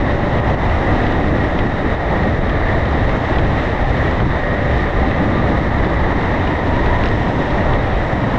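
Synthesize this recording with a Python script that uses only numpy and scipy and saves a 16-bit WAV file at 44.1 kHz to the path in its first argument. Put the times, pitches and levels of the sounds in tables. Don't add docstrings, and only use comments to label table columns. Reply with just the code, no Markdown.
import sys
import numpy as np
from scipy import signal
from scipy.fft import rfft, irfft, next_fast_len
from scipy.io import wavfile
from scipy.ndimage import uniform_filter1d

SR = 44100
rng = np.random.default_rng(int(sys.argv[2]) if len(sys.argv) > 2 else 0)


def persist_wave(psi):
    counts = np.round(np.clip(psi, -1, 1) * 32767).astype(np.int16)
    wavfile.write(sys.argv[1], SR, np.atleast_2d(counts).T)


def field_ratio(decibels):
    return 10 ** (np.asarray(decibels, dtype=float) / 20)


N = 369558
STEADY_SHARE = 0.65


def rms_one(x):
    return x / np.sqrt(np.mean(x ** 2) + 1e-20)


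def in_time(rows):
    s, *columns = np.transpose(rows)
    return [np.interp(np.arange(N) / SR, s, column) for column in columns]


def swells(s, length_s, db):
    t = np.arange(0, N + 200, 200) / SR
    bells = np.exp(-np.log(16) * ((t[:, None] - s) / length_s) ** 2)
    return np.interp(np.arange(N) / SR, t, bells @ db)


def swells_of(rows):
    return swells(*np.transpose(rows))


def drift(rate):
    r = np.exp(-80 * np.pi * rate / SR)
    coarse = rng.standard_normal(N // 40 + 2002)
    slow = signal.lfilter([1], [1, -2 * r, r * r], coarse)[2000:]
    return np.interp(np.arange(N) / 40, np.arange(len(slow)), rms_one(slow - slow.mean()))


def resonate(x, hz, width_hz):
    r = np.exp(-np.pi * width_hz / SR)
    zeros = np.array([1, 0, -1]) * (1 - r * r) / 2
    return signal.lfilter(zeros, [1, -2 * r * np.cos(2 * np.pi * hz / SR), r * r], x)


def resonate_twice(x, hz, width_hz):
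    return resonate(resonate(x, hz, width_hz), hz, width_hz)


def steadied(x, share):
    power = uniform_filter1d(uniform_filter1d(x * x, size=3000), size=3000)
    return x * (power.mean() / (power + 1e-30)) ** (share / 2)


def coloured(spectrum, patchy_db, count, share=0):
    size = next_fast_len(N)
    hz, level_db = np.transpose(spectrum)
    pitch = np.log(np.maximum(np.arange(size // 2 + 1) * SR / size, 1))
    gain = field_ratio(np.interp(pitch, np.log(hz), level_db, left=-90, right=-90))
    shaped = rfft(rng.standard_normal(size)) * gain
    place = (pitch - np.log(hz[0])) / np.log(hz[-1] / hz[0]) * (count - 1)
    total = np.zeros(N)
    for k in range(count):
        band = irfft(shaped * np.clip(1 - abs(place - k), 0, 1), size)[:N]
        if share:
            band = steadied(band, share)
        total += band * field_ratio(patchy_db * drift(9.1))
    return rms_one(total)


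def through_walls(x, cut_hz):
    return signal.sosfilt(signal.butter(4, cut_hz, fs=SR, output="sos"), x)


def wavering(hz, level_db, tremble_hz, beat_db):
    phase = 2 * np.pi * np.cumsum(hz + tremble_hz * drift(14.66)) / SR
    return field_ratio(level_db + beat_db * drift(12)) * np.sqrt(2) * np.sin(phase)


# (frequency [Hz], density [dB per Hz])
HISS_SPECTRUM = [(1200, -11), (2300, 0.5), (3200, -1.5), (4500, -16), (5500, -14.5), (7000, -23.5),
                 (8000, -27.5), (9000, -36), (12000, -47.5), (12700, -55), (13500, -66.5)]


def air_hiss(draught_db):
    return field_ratio(-40 + draught_db) * coloured(HISS_SPECTRUM, patchy_db=0.7, count=4)


# (time [s], pitch [Hz])
MOTOR_PITCH = [(0, 1910), (1.3, 1890), (2.9, 1873), (4.45, 1876), (5.5, 1866), (6.0, 1874), (6.5, 1866),
               (7.7, 1887), (8.38, 1863)]
# (time [s], length [s], level [dB])
MOTOR_PULLS = [
    (.2, .5, 3),
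    (1.35, 0.65, 8.5),
    (2.194, 0.28, 11),
    (2.85, 0.44, 10),
    (4.46, 0.22, 11.5),
    (4.797, 0.37, 10.5),
    (5.42, 0.28, 7),
    (5.68, .2, 6),
    (6.55, .3, 8),
    (7.7, 0.18, 9.5),
]


def motor():
    pitch_hz, = in_time(MOTOR_PITCH)
    return wavering(pitch_hz, -44.5 + swells_of(MOTOR_PULLS), tremble_hz=7, beat_db=2.5)


GEAR_REST_DB = [-44, -44.5, -49, -52]
# (time [s], length [s], level [dB])
GEAR_MESHES = [
    [(.2, .9, 2.5), (.95, .4, 3.5), (2.0, 0.73, 2.5), (2.5, 0.5, 4), (3.25, 0.21, 1), (4.55, .5, 5),
     (6.4, 0.57, 0), (7.8, .5, 5)],
    [(.3, 0.47, 16), (.85, 0.59, 8.5), (2.3, 0.91, 9), (4.55, 0.6, 13.5), (5.55, 0.37, 10),
     (6.45, 0.81, 8.5), (7.7, 0.31, 15.5), (8.1, 0.36, 2)],
    [(.4, .3, 3), (2.4, 0.64, 7), (5.85, .25, 7.5), (6.8, 0.56, 16), (7.35, .2, 11), (7.7, 0.53, 11)],
    [(1.0, 1, 10), (2.6, 0.45, 9), (4.7, 0.75, 11.5), (5.4, 0.42, 14.5)],
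]
# (frequency [Hz], width [Hz], group [index])
GEAR_TONES = [(450, 8, 0), (518, 8, 0), (584, 9, 1), (622, 8, 0), (948, 8, 2), (1188, 14, 3), (1220, 14, 3)]


def gears():
    levels_db = [rest_db + swells_of(rows) for rest_db, rows in zip(GEAR_REST_DB, GEAR_MESHES)]
    tones = 0
    for hz, width_hz, group in GEAR_TONES:
        tones = tones + wavering(hz, levels_db[group], tremble_hz=width_hz * 0.75, beat_db=2.5)
    return tones


# (frequency [Hz], width [Hz], resting level [dB])
WALL_MODES = [(747, 150, -37), (967, 210, -41)]
# (time [s], length [s], level [dB])
WALL_DRONES = [
    [(.47, .1, 12), (.66, .1, 12.5), (1.05, .15, 7), (1.2, .08, 10), (2.05, .25, 9), (2.6, .1, 4),
     (3.85, .1, 14), (4.55, .15, 7), (4.85, .1, 2), (5.07, .15, 9.5), (5.5, .1, 4), (6.1, .15, 0),
     (7.25, .1, 10), (7.9, .15, 8), (8.15, .1, 10)],
    [(.4, .2, 7), (3.4, .2, 7), (4.3, .1, 6), (5.0, .2, 1), (5.6, .3, 9.5), (6.2, .3, 8), (6.55, .3, 10.5),
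     (6.95, .2, 13.5), (7.3, .4, 7), (7.72, .12, 13), (8.1, .3, 8), (8.32, .1, 11)],
]


def side_walls():
    drones = 0
    for (hz, width_hz, rest_db), rows in zip(WALL_MODES, WALL_DRONES):
        mode = resonate_twice(rng.standard_normal(N), hz, width_hz)
        drones = drones + field_ratio(rest_db + swells_of(rows)) * rms_one(steadied(mode, STEADY_SHARE))
    return drones


# (time [s], length [s], level [dB])
PANEL_DRONES = [(.1, 0.25, 11.5), (.45, .15, -2), (.9, 0.25, 11), (1.3, 0.31, 12.5), (1.602, 0.2, 7.5),
                (1.85, 0.14, 12), (2.52, .14, 8.5), (2.8, 0.16, 3), (3.35, .2, 11.5), (4.9, .2, 8.5),
                (5.05, 0.11, 7), (5.3, 0.12, -1), (5.55, 0.12, 4), (5.88, 0.085, 5), (6.18, 0.067, 12),
                (6.48, .1, 1.5), (6.602, .3, 9), (7.3, 0.17, 5.5), (8.2, .2, -2)]


def floor_panel():
    drone = resonate_twice(rng.standard_normal(N), hz=287.6, width_hz=118)
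    return field_ratio(-36 + swells_of(PANEL_DRONES)) * rms_one(steadied(drone, STEADY_SHARE))


# (time [s], panel ring level [dB], upper ring level [dB], buzz [ms])
PANEL_KNOCKS = [(.107, -17, -34, 6.6), (.385, -16, -34, 5), (.499, -15, -33, 5), (.54, -20, -33, 5),
                (.697, -17, -35, 5), (2.233, -16, -34, 4), (2.495, -11, -34, 4), (2.855, -15, -34, 4),
                (3.842, -14, -33, 4), (5.085, -15, -33, 4), (5.845, -16, -33, 4), (5.898, -16, -34, 4),
                (7.735, -13, -34, 4), (8.3, -20, -33, 4), (1.034, -14, -34, 6), (1.066, -11, -32, 8),
                (1.122, -13, -32, 8), (1.589, -7, -29, 7.2), (2.157, -20, -36, 5), (3.092, -12, -37, 7),
                (3.355, -17, -37, 8), (3.384, -9, -36, 5), (3.448, -13, -33, 3), (3.895, -20, -30, 4),
                (3.967, -16.5, -35, 9), (4.111, -14.5, -29, 3), (4.2, -12, -36, 5), (4.306, -15, -36, 3),
                (5.111, -15, -31, 4), (6.473, -12, -32, 5), (6.669, -20, -32, 5), (6.859, -11, -36, 6),
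                (6.987, -16, -27, 3.3), (7.037, -9, -30, 1.6), (7.054, -19, -34, 2), (7.058, -12, -21, 1.8),
                (7.0635, -13, -27, 2), (7.076, -16, -31, 2), (7.087, -14, -20.5, 1.2), (7.283, -16, -27, 8),
                (7.504, -14, -36, 4)]


def knocks():
    rattle_per_s, rattle_db, rattle_bright_db, rattle_buzz_ms = 70, -36, -17, 2.3
    spread_db = 3 * np.minimum(rng.exponential(1, N), 2.5)
    touched = rng.random(N) < rattle_per_s * field_ratio(5 * drift(2)) / SR
    touches = field_ratio(rattle_db + spread_db) * touched
    fade = np.exp(-1000 / (rattle_buzz_ms * SR))
    panel = signal.lfilter([np.sqrt(1 - fade ** 2)], [1, -fade], touches + 1e-18)
    upper = panel * field_ratio(rattle_bright_db)
    after = np.arange(SR // 20)
    for s, panel_db, upper_db, buzz_ms in PANEL_KNOCKS:
        buzz = np.exp(-1000 * after / (buzz_ms * SR))
        buzz = buzz / np.sqrt(buzz @ buzz)
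        at = int(s * SR)
        panel[at:at + len(after)] += field_ratio(panel_db) * buzz
        upper[at:at + len(after)] += field_ratio(upper_db) * buzz
    chatter = rng.choice([-1, 1], (2, N))
    dull = resonate(resonate(panel * chatter[0], 2300, 1800), 2700, 1900)
    bright = resonate(resonate(upper * chatter[1], 4700, 1500), 5200, 2400)
    body = resonate(resonate(panel * chatter[1], 1400, 900), 1500, 1200)
    dull = field_ratio(17) * through_walls(dull, cut_hz=4200)
    bright = field_ratio(14) * through_walls(bright, cut_hz=7500)
    body = field_ratio(16.5) * through_walls(body, cut_hz=2600)
    return dull + bright + body


# (frequency [Hz], width [Hz], level [dB])
WHEEL_MODES = [(1730, 230, -6), (1872, 267, 2.5), (3678, 390, -13), (5440, 420, -39.5)]


def wheels(load_db):
    rough = rng.standard_normal(N)
    rings = 0
    for hz, width_hz, db in WHEEL_MODES:
        rings = rings + field_ratio(db + 0.68 * drift(9.2)) * resonate_twice(rough, hz, width_hz * 1.36)
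    return field_ratio(-28 + load_db) * rms_one(through_walls(rings, cut_hz=6000))


# (frequency [Hz], density [dB per Hz])
ROAR_SPECTRUM = [(220, -14.5), (380, -1.5), (470, -2), (600, 0), (740, -3.5), (950, -12.5), (1250, -9.5),
                 (1480, -13.5), (2400, -36.5)]
UPPER_SPECTRUM = [(640, -11), (820, 0.5), (950, -2.5), (1100, -5), (1350, -13)]


def rolling_roar(rough_db, boom_db):
    roar_db = -22.5 + 0.2 * rough_db + 0.077 * boom_db
    roar = field_ratio(roar_db) * coloured(ROAR_SPECTRUM, patchy_db=-0.5, count=2)
    upper_db = -30 + 1.4 * rough_db
    return roar + field_ratio(upper_db) * coloured(UPPER_SPECTRUM, patchy_db=-1.0, count=2)


# (frequency [Hz], density [dB per Hz])
HEAVE_SPECTRUM = [(8, -2), (20, -2.5), (40, -2.5), (60, 0), (90, -1.5), (160, -17.5)]
BOOM_SPECTRUM = [(60, -20), (110, 1), (160, -2), (250, -4), (320, -6), (520, -27.5)]
# (time [s], length [s], level [dB])
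BODY_SWAYS = [(.08, .12, 2), (.5, .12, -2), (.8, .25, -2.5), (1.17, .1, 6.5), (1.35, .15, -4),
              (1.595, .15, 5), (1.77, .15, 5.5), (2.25, .15, -2), (2.4, .1, 3.5), (2.9, .1, -9),
              (3.05, .15, 1.5), (3.367, .15, 4), (3.6, .12, 3.5), (3.85, 0.11, 9), (4.05, 0.17, -4),
              (4.3, .15, 1), (4.43, .1, 7), (5.0, .1, 3), (5.4, .2, -2), (5.853, .3, 6), (6.55, .2, -7),
              (6.85, .1, 1.5), (7.05, .1, 2), (7.62, .2, 8), (8.05, .15, 6), (8.3, .1, -4)]
# (time [s], length [s], heave level [dB], boom level [dB])
BODY_LURCHES = [(.24, 0.19, -2.5, -0.5), (0.44, 0.17, 0.5, 1), (0.554, 0.13, 1, 3.5), (.75, 0.25, 2.5, -3),
                (0.832, 0.07, -3, 0), (1.02, 0.18, 0, -2), (1.14, .07, -7, 0), (1.27, .22, 2.5, 1.5),
                (1.496, 0.08, -4, -3.5), (1.63, 0.097, -2.5, 3), (1.777, 0.13, -8.5, -2),
                (1.996, 0.085, -2, -9), (2.15, .14, -1.5, 0), (2.3, .15, -1, 0.5), (2.65, 0.26, 1, -4.5),
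                (2.9, 0.1, 2, 0.5), (3.07, .14, 2.5, -2.5), (3.17, 0.063, -1, 5.5), (3.24, 0.13, -5, -4),
                (3.433, 0.11, 4, 3.5), (3.6, .16, -5, 1.5), (3.75, .2, -3, -2), (4.103, .14, -0.5, -1.5),
                (4.25, 0.12, 2.5, 3.5), (4.413, 0.11, -6.5, -6), (4.6, .1, -1.5, -1),
                (4.8, 0.25, 0.5, -0.5), (4.9, 0.063, -3, -4), (5.07, .12, 0.5, 2.5), (5.154, 0.031, 0, -5),
                (5.292, 0.24, -2, 4.5), (5.56, .16, 1, 2.5), (5.717, .08, -3, 2), (5.885, 0.093, -7.5, 2),
                (5.97, .15, 2, -0.5), (6.3, 0.22, -3, -0.5), (6.497, 0.23, 3, -1.5), (6.585, 0.059, -6, -7),
                (6.9, 0.24, 1.5, -1.5), (7.08, 0.11, 0, 1), (7.35, 0.26, -3.5, 2), (7.47, 0.039, -4, -7),
                (7.61, 0.11, -6, 0), (7.76, 0.15, 1, 1.5), (7.835, 0.04, -2.5, -4), (8.002, 0.15, 1.5, -4),
                (8.06, 0.11, -7, -1), (8.218, 0.18, -5, 2.5)]


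def lurch_swells():
    s, length_s, heave_db, boom_db = np.transpose(BODY_LURCHES)
    return swells(s, length_s, heave_db), swells(s, length_s, boom_db)


def car_body(heave_db, boom_db):
    drive, sway_hz = 0.43, 58
    pressure = coloured(HEAVE_SPECTRUM, patchy_db=0.1, count=3, share=STEADY_SHARE)
    heave = rms_one(np.tanh(drive * pressure))
    hz = np.arange(N // 2 + 1) * SR / N
    sway = irfft(rfft(heave) / (1 + (hz / sway_hz) ** 8), N)
    heave = heave + sway * (field_ratio(swells_of(BODY_SWAYS)) - 1)
    boom = coloured(BOOM_SPECTRUM, patchy_db=1.0, count=3, share=STEADY_SHARE)
    return field_ratio(-18.5 + heave_db) * heave + field_ratio(-20.5 + boom_db) * boom


# (time [s], rail roughness [dB], wheel load [dB], draught [dB])
TRACK_STATE = [(0, -0.5, -0.5, -0.5), (.4, 1.5, -0.5, 0), (1.1, 1, -0.5, 1.5), (1.75, 0, -1.5, -1),
               (2.2, 0, 0, -0.5), (2.6, -0.5, 0, -1.5), (3.3, 0.5, 0.5, 1.5), (4.25, 0, 0, 0),
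               (4.6, -1.5, 0.5, 0.5), (5.0, 0, 0.5, 0), (5.6, 0.5, 0, 0), (5.9, 2.5, 0, 0),
               (6.9, 0, 0.5, .5), (7.3, -2.5, -1.5, 2), (7.7, 3, -0.5, 1.5), (8.05, -2, -1, .5),
               (8.38, 3, -1, 1)]


def scene():
    rough_db, load_db, draught_db = in_time(TRACK_STATE)
    heave_db, boom_db = lurch_swells()
    car = air_hiss(draught_db) + motor() + gears()
    car = car + side_walls() + floor_panel() + knocks()
    car = car + wheels(load_db) + rolling_roar(rough_db, boom_db) + car_body(heave_db, boom_db)
    judder = field_ratio(0.55 * drift(6.1))
    return (car * judder)[None]


# (time [s], ducking [dB])
PRESSURE_BUFFETS = [(0.021, 0.5), (.55, 5.5), (1.22, 0.5), (1.675, 3), (1.952, 3.5), (2.33, 1),
                    (3.181, 2.5), (3.41, -1), (4.91, 2), (5.12, 1), (5.68, 1.5), (5.949, 1.5), (7.43, 0.5),
                    (7.8, 1), (8.25, 1)]


def limiter_db(x):
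    ceiling_db, release_db_per_s, buffet_release_s = -5.5, 54.5, 0.035
    t = np.arange(N) / SR
    over_db = np.maximum(20 * np.log10(abs(x) + 1e-9) - ceiling_db, 0)
    held_db = np.maximum.accumulate(over_db + release_db_per_s * t) - release_db_per_s * t
    recovery = np.exp(-(t[:SR // 5] / buffet_release_s) ** 2)
    for s, depth_db in PRESSURE_BUFFETS:
        after = held_db[round(s * SR):][:len(recovery)]
        after += depth_db * recovery[:len(after)]
    return uniform_filter1d(held_db, size=130)


def top_cut(x):
    return signal.sosfilt(signal.butter(12, 13415, fs=SR, output="sos"), x)


def record(dry):
    opening = np.minimum(np.arange(N) / (0.0008 * SR), 1)
    mix = dry * opening * field_ratio(-limiter_db(dry[0]))
    return top_cut(mix)


dry = scene()
out = record(dry)
persist_wave(out)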